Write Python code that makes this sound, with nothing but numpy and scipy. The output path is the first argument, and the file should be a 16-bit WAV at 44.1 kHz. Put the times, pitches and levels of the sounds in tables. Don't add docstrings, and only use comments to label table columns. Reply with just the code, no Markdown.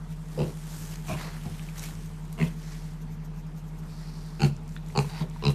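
import sys
import numpy as np
from scipy import signal
from scipy.io import wavfile
from scipy.ndimage import uniform_filter1d

SR = 44100
rng = np.random.default_rng(int(sys.argv[2]) if len(sys.argv) > 2 else 0)


def file_out(sig):
    cols = np.atleast_2d(sig).T
    lim = np.clip(cols, -1, 1)
    pcm = np.round(lim * 32767).astype(np.int16)
    wavfile.write(sys.argv[1], SR, pcm)


def nominal_scale(level):
    x = np.asarray(level, float) / 20
    return 10 ** x


N = 244314


def evened(x):
    return x / np.sqrt(np.mean(x ** 2) + 1e-20)


def read(points, hz):
    f, value = np.transpose(points)
    return np.interp(np.log(hz + 1), np.log(f + 1), value)


def add(mix, s, sound):
    part = mix[round(s * SR):][:len(sound)]
    part += sound[:len(part)]


def resonate(x, hz, width):
    r = np.exp(-np.pi * width / SR)
    return 2 * signal.lfilter([1 - r], [1, -r * np.exp(2j * np.pi * hz / SR)], x).real


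def steep(x, hz, width):
    return resonate(resonate(x, hz, width), hz, 2 * width)


def hiss(colour, patchy_db):
    hz = np.fft.rfftfreq(512, 1 / SR)
    real, imaginary, patches = rng.standard_normal((N // 128 + 5, 257, 3)).T
    patches = uniform_filter1d(patches, size=8, axis=0)
    patches = evened(uniform_filter1d(patches, size=14, axis=1))
    level_db = read(colour, hz)[:, None] + patchy_db * patches
    spectrum = (real + 1j * imaginary) * 10 ** (level_db / 20)
    return evened(signal.istft(spectrum, nperseg=512, noverlap=384)[1][:N])


def swell(t, peak, length, db, shape):
    rise_db, hold, fall_db = shape
    u = (t - peak) / length
    return nominal_scale(db + rise_db * np.minimum(u, 0) - fall_db * np.maximum(u - hold, 0))


def bump(t, at, db, length):
    return nominal_scale(db) * np.exp(-((t - at) / (length / 2)) ** 2)


def chest_boom(t, slaps, length, chest_hz, chest_s, chest_db, belly):
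    # rise in dB per grunt length, hold as share of the length, fall in dB per length
    chest_shape = (34, 0.21, 48)
    belly_hz, belly_db = belly
    thump = slaps * swell(t + 0.011, chest_s, length, chest_db, chest_shape)
    blow = np.exp(-((np.arange(260) / SR - .0024) / 0.00095) ** 2) / 80
    thump = np.convolve(thump, blow)[:len(t)]
    chest = nominal_scale(25.0) * steep(thump, chest_hz, 38.0)
    chest -= nominal_scale(13) * resonate(thump, 220, 75)
    return chest - nominal_scale(21.0 + belly_db) * steep(thump, belly_hz, 16.5)


def throat_ring(t, slaps, breath, length, mouth_s, throat_db, cavities):
    # rise in dB per grunt length, hold as share of the length, fall in dB per length
    throat_shape = (31.5, 0.29, 15.6)
    flutter = (slaps + breath) * swell(t, mouth_s, length, throat_db, throat_shape)
    return nominal_scale(15.0) * sum(nominal_scale(db) * steep(flutter, hz, 30 + 0.13 * hz) for hz, db in cavities)


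def snout_rasp(t, slaps, noise, leak, length, mouth_s, rasp_db, cavities):
    # rise in dB per grunt length, hold as share of the length, fall in dB per length
    rasp_shape = (46, .5, 60)
    level = swell(t, mouth_s, length, rasp_db, rasp_shape)
    puff = np.exp(-(np.arange(400) / SR / .0034) ** 2) / 10
    puffs = np.convolve(slaps * level, puff)[:len(t)]
    spit = 0.37 * slaps * level + noise * (puffs + leak * level)
    rasp = sum(nominal_scale(db) * steep(spit, hz, 240 + .075 * hz) for hz, db in cavities)
    return nominal_scale(7.5) * rasp + nominal_scale(18) * steep(spit * level, 6750, 2800)


def grunt(call, effort, tract):
    first, last, rate, lead, rough = call
    mouth_s, chest_s, chest_db, throat_db, rasp_db = effort
    belly, throat_cavities, snout_cavities = tract[0], tract[1:4], tract[4:]
    length = last - first
    start = first - .02
    t = start + np.arange(SR // 4) / SR
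    shake, noise = rng.standard_normal((12, 2)), rng.standard_normal((2, len(t)))

    beats = first + 0.0004 + (np.arange(12) + 0.1 * rough * shake[:, 0]) / rate
    beats = np.append(beats[beats <= last], first - lead if lead else [])
    slaps = np.zeros(len(t))
    strength = nominal_scale(4.0 * rough * shake[:len(beats), 1])
    slaps[((beats - start) * SR).astype(int)] = strength * np.sqrt(SR / rate)
    sounding = np.interp(t, [first - .012, first + 0.0047, last + 0.02, last + 0.073], [0, 1, 1, 0])

    chest_hz = 2.059 * rate
    chest = chest_boom(t, slaps, length, chest_hz, chest_s, chest_db, belly)
    breath = 3.54 * rough * sounding * noise[0]
    throat = throat_ring(t, slaps, breath, length, mouth_s, throat_db, throat_cavities)
    leak = 2 * rough ** 2 * sounding
    rasp = snout_rasp(t, slaps, noise[1], leak, length, mouth_s, rasp_db, snout_cavities)

    fading = np.exp(-np.maximum(t - last, 0) / 0.028) * np.clip((t - first) / length, 0, 1)
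    rasp += nominal_scale(rasp_db - 2.5) * steep(noise[0] * fading, snout_cavities[0][0], 130)
    throat += nominal_scale(throat_db + 8.5) * steep(noise[1] * fading, throat_cavities[0][0], 190)
    soft = signal.butter(3, 9500, fs=SR, output="sos")
    return start, chest + throat + signal.sosfilt(soft, rasp)


def piglet_grunts():
    # first steady pulse in seconds, last pulse in seconds, rate in pulses
    # per second, lead-in gap in seconds, roughness from 0 to 1
    calls = [
        (.376, .458, 75, 0, .4),
        (1.0815, 1.16, 70.5, 0, .85),
        (1.458, 1.49, 75, 0, .4),
        (2.3872, 2.452, 79, .009, .25),
        (4.404, 4.462, 72, .0085, .2),
        (4.9598, 5.005, 69.5, .008, .12),
        (5.207, 5.25, 72, 0, .5),
        (5.4235, 5.496, 71.5, 0, .12),
    ]
    # mouth peak in seconds, chest peak in
    # seconds, chest level in dB, throat level in dB, rasp level in dB
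    efforts = [
        (0.389, 0.411, -22, -28, -45),
        (1.095, 1.116, -24.5, -38.5, -40),
        (1.443, 1.458, -18.5, -38.5, -55),
        (2.396, 2.427, -16.5, -31, -33.5),
        (4.415, 4.441, -14.5, -26.5, -31.5),
        (4.969, 4.988, -17.5, -28.5, -27),
        (5.202, 5.217, -24.5, -40.5, -48),
        (5.446, 5.475, -17.5, -27.5, -33.5),
    ]
    # frequency in Hz, level in dB
    tracts = [
        [(84, -5), (380, 1), (465, -1), (830, -13), (2750, 3), (4050, -0.5), (4750, -6)],
        [(86.7, 4), (328, -1.5), (665, -2.5), (1000, -6.5), (2400, 0), (1670, -10), (5270, -18)],
        [(90, 2.5), (300, -1), (500, -6), (750, -2.5), (2500, -7), (4000, 2.5), (6000, -12)],
        [(83, -13), (382, 2.5), (630, -7), (1000, -10), (2570, 1), (2140, 2), (4030, -15)],
        [(80, -9), (350, 1.5), (800, -5), (1370, -11), (2650, 3.5), (4400, 0), (6500, -10)],
        [(76, -11), (415, 7.5), (860, 7.5), (1040, -4.5), (2620, -1.5), (4400, -2.5), (7000, -27)],
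        [(84, -48), (380, 2.5), (600, -2), (900, -2.5), (2000, -3), (3800, 2), (4700, -8)],
        [(80, -5), (400, 4), (790, -8), (980, -3), (2800, 6), (4000, 3.5), (4750, -1.5)],
    ]
    voice = np.zeros(N)
    for parts in zip(calls, efforts, tracts):
        add(voice, *grunt(*parts))
    return voice


def sniff(row, whistles):
    start, peak, end, db = row
    t = np.arange(start, end, 1 / SR)
    air, flutter = rng.standard_normal((len(t), 2)).T
    air = air * nominal_scale(2.2 * evened(uniform_filter1d(flutter, size=250)))
    tone = sum(nominal_scale(gain_db) * evened(steep(air, hz, width)) for hz, width, gain_db in whistles)
    level_db = db + np.interp(t, [start, peak, end], [-5.5, 0, -10])
    return start, nominal_scale(level_db - 3.0) * tone * signal.windows.tukey(len(t), .3)


def piglet_sniffs():
    # start in seconds, peak in seconds, end in seconds, level in dB
    breaths = [
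        (1.151, 1.21, 1.4, -48.5),
        (2.55, 2.716, 2.98, -56.5),
        (3.828, 4.09, 4.65, -54.5),
        (5.068, 5.218, 5.255, -49),
    ]
    # frequency in Hz, width in Hz, level in dB
    nostrils = [
        [(1790, 680, -4), (4000, 1100, -1), (840, 1450, 8)],
        [(2000, 770, -3.5), (4940, 2900, 4), (6500, 1500, -15)],
        [(2300, 1400, -12), (4500, 1200, 0), (5300, 1400, -13)],
        [(840, 270, 1.5), (3820, 610, -1.5), (4470, 310, -2), (1820, 2500, 5)],
    ]
    air = np.zeros(N)
    for parts in zip(breaths, nostrils):
        add(air, *sniff(*parts))
    return air


def snap(s, db, hz, width):
    burst = rng.standard_normal(600) * np.exp(-(np.arange(600) / SR / .0028) ** 2)
    ring = steep(burst, hz, width)
    return s, nominal_scale(db) * ring / abs(ring).max()


def snaps_and_smacks():
    # time in seconds, peak level in dB, ring frequency in Hz, ring width in Hz
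    releases = [(0.711, -44, 2920, 3000), (0.957, -34, 4000, 4000), (1.089, -33, 6540, 4000),
                (1.594, -37, 2220, 800), (1.687, -37, 2400, 1200), (1.794, -29.5, 6030, 4000),
                (1.837, -37, 3000, 2500), (1.952, -41, 6300, 1500), (2.327, -35, 10000, 6000),
                (4.198, -65, 9000, 3000), (4.262, -47, 7500, 5000), (4.565, -43, 6500, 2500),
                (4.634, -54, 9970, 4000), (4.678, -45.5, 7960, 4000), (4.691, -43, 5800, 4000),
                (4.722, -49, 7000, 5000), (4.756, -50, 11000, 4000), (4.763, -34, 1580, 395),
                (4.764, -38, 3250, 700), (4.773, -44, 3700, 700), (4.862, -44, 6850, 5000),
                (4.885, -42, 7200, 5000), (4.9, -42, 2150, 400), (5.044, -36, 1000, 150),
                (5.134, -40, 840, 200), (5.298, -42, 6800, 3000), (5.311, -43, 2800, 1500),
                (5.361, -34.5, 930, 200)]
    clicks = np.zeros(N)
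    for row in releases:
        add(clicks, *snap(*row))
    return clicks


def rustle():
    # frequency in Hz, density in dB per Hz
    fizz_colour = [(1470, 2), (2500, -1.5), (3610, -2.5), (7420, 0.5), (13000, -6), (14200, -4),
                   (14500, -14)]
    # frequency in Hz, density in dB per Hz
    shuffle_colour = [(300, -69), (700, -3), (2000, 1.5), (4000, -4.5), (7000, -13.5)]
    # frequency in Hz, density in dB per Hz
    coat_colour = [(3000, -12), (6500, 3.5), (9500, -10), (13000, 1), (15000, -3)]
    # time in seconds, level in dB, length in seconds
    finger_strokes = [(0.105, -67, .03), (0.817, -51, 0.28), (1.785, -44.5, 0.018), (1.84, -47, .04),
                      (2.056, -57, 0.022), (3.019, -58.5, 0.028), (3.133, -59.5, 0.057),
                      (3.254, -58.5, 0.041), (3.385, -60.5, 0.059), (3.47, -64, .02), (3.583, -58, 0.046),
                      (3.684, -61.5, 0.036), (3.791, -57.5, 0.026)]
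    # time in seconds, level in dB
    restlessness = [(0, -66.5), (.3, -63), (1.0, -60.5), (1.6, -57), (2.2, -61), (2.9, -62), (3.2, -77),
                    (3.7, -68), (3.9, -59.5), (4.4, -61), (4.6, -69.5), (5.54, -70)]
    # time in seconds, length in seconds,
    # fizz level in dB, shuffle level in dB
    stirs = [(0.12, 0.041, -59.5, -49), (0.436, 0.3, -55, -55), (0.782, 0.3, -51.5, -59),
             (.93, 0.081, -59.5, -48), (1.106, 0.093, -47.5, -43), (1.215, 0.1, -56, -39),
             (1.46, 0.83, -63.5, -46), (1.775, 0.033, -65, -43), (1.857, 0.11, -47.5, -45.5),
             (2.02, .12, -61, -62), (2.338, 0.023, -61, -59), (2.448, 0.095, -55, -38.5),
             (2.715, 0.39, -69, -51), (4.454, 0.067, -47, -36), (4.736, 0.11, -64, -79),
             (4.915, 0.11, -61, -52), (5.006, 0.048, -47.5, -64), (5.07, 0.11, -52.5, -48),
             (5.195, 0.088, -70, -39.5), (5.4, 0.24, -69, -49), (5.508, 0.051, -48.5, -39.5)]
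    t = np.arange(N) / SR
    bed = nominal_scale(np.interp(t, *np.transpose(restlessness)))

    sizes = nominal_scale(0.39 * np.minimum(rng.exponential(1, N), 5))
    slips = sizes * (rng.random(N) < 500 / SR)
    crackle = evened(1 + .5 * np.convolve(slips, np.exp(-np.arange(300) / 60))[:N])

    strokes = sum(bump(t, *row) for row in finger_strokes)
    fizz = bed + nominal_scale(-16.5) * strokes
    fizz += sum(bump(t, s, db, length) for s, length, db, _ in stirs)
    shuffle = nominal_scale(-1) * bed + sum(bump(t, s, db, length) for s, length, _, db in stirs)
    fizz = fizz * hiss(fizz_colour, patchy_db=1.5)
    shuffle = nominal_scale(-9.5) * shuffle * hiss(shuffle_colour, patchy_db=2.5)
    return crackle * (fizz + shuffle + strokes * hiss(coat_colour, patchy_db=1.2))


def pen(x):
    # frequency in Hz, time to fall by 60 dB in seconds
    decay = [(100, 0.57), (400, 0.17), (2500, 0.28), (8000, 0.17)]
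    taps = np.zeros(SR // 2)
    at = np.arange(200, len(taps) - 20, 20)
    taps[at + rng.integers(0, 20, len(at))] = rng.choice([-1., 1.], len(at))
    hz, t, z = signal.stft(taps, SR, nperseg=256)
    t60 = np.maximum(read(decay, hz), .05)[:, None]
    tail = signal.istft(z * nominal_scale(-60 * t / t60), SR, nperseg=256)[1]
    return signal.fftconvolve(x, tail / np.linalg.norm(tail))[:N]


def room():
    # frequency in Hz, rms level in dB, starting phase in turns
    hum_lines = [(38.645, -42, .06), (154.58, -40, .44), (165.93, -45.5, .05), (232.05, -62, .3),
                 (309.1, -66, .6), (386.45, -72, .2), (618.3, -69, .7), (695.6, -72, .1), (927.5, -71, .4)]
    # frequency in Hz, width in Hz, level in dB
    modes = [(39.2, 16, -56), (52, 9.1, -76), (94.7, 15, -52.5), (167.7, 70, -50), (225.7, 15.5, -61),
             (434, 49, -61.5)]
    # frequency in Hz, density in dB per Hz
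    wash_colour = [(150, -53), (260, 2), (436, -6), (719, -11), (795, -1.5), (1230, -7.5), (1520, -10.5),
                   (12900, -31), (14000, -54)]
    t, air = np.arange(N) / SR, rng.standard_normal(N)
    hum = sum(np.sqrt(2) * nominal_scale(db) * np.cos(2 * np.pi * (hz * t + turn)) for hz, db, turn in hum_lines)
    rumble = sum(nominal_scale(db) * evened(resonate(resonate(air, hz, w), hz, w)) for hz, w, db in modes)
    return hum + rumble + nominal_scale(-55) * hiss(wash_colour, patchy_db=2.0)


def scene():
    voice = piglet_grunts() + snaps_and_smacks()
    near = piglet_sniffs() + rustle()
    return (voice + nominal_scale(-11.5) * pen(voice) + near + room())[None]


def band_limit(x):
    return signal.sosfilt(signal.butter(12, 14790, fs=SR, output="sos"), x)


def record(dry):
    edge = signal.firwin(401, 14100, window=("kaiser", 9), fs=SR)
    mix = signal.oaconvolve(dry, edge[None], "same")
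    return band_limit(mix)


dry = scene()
out = record(dry)
file_out(out)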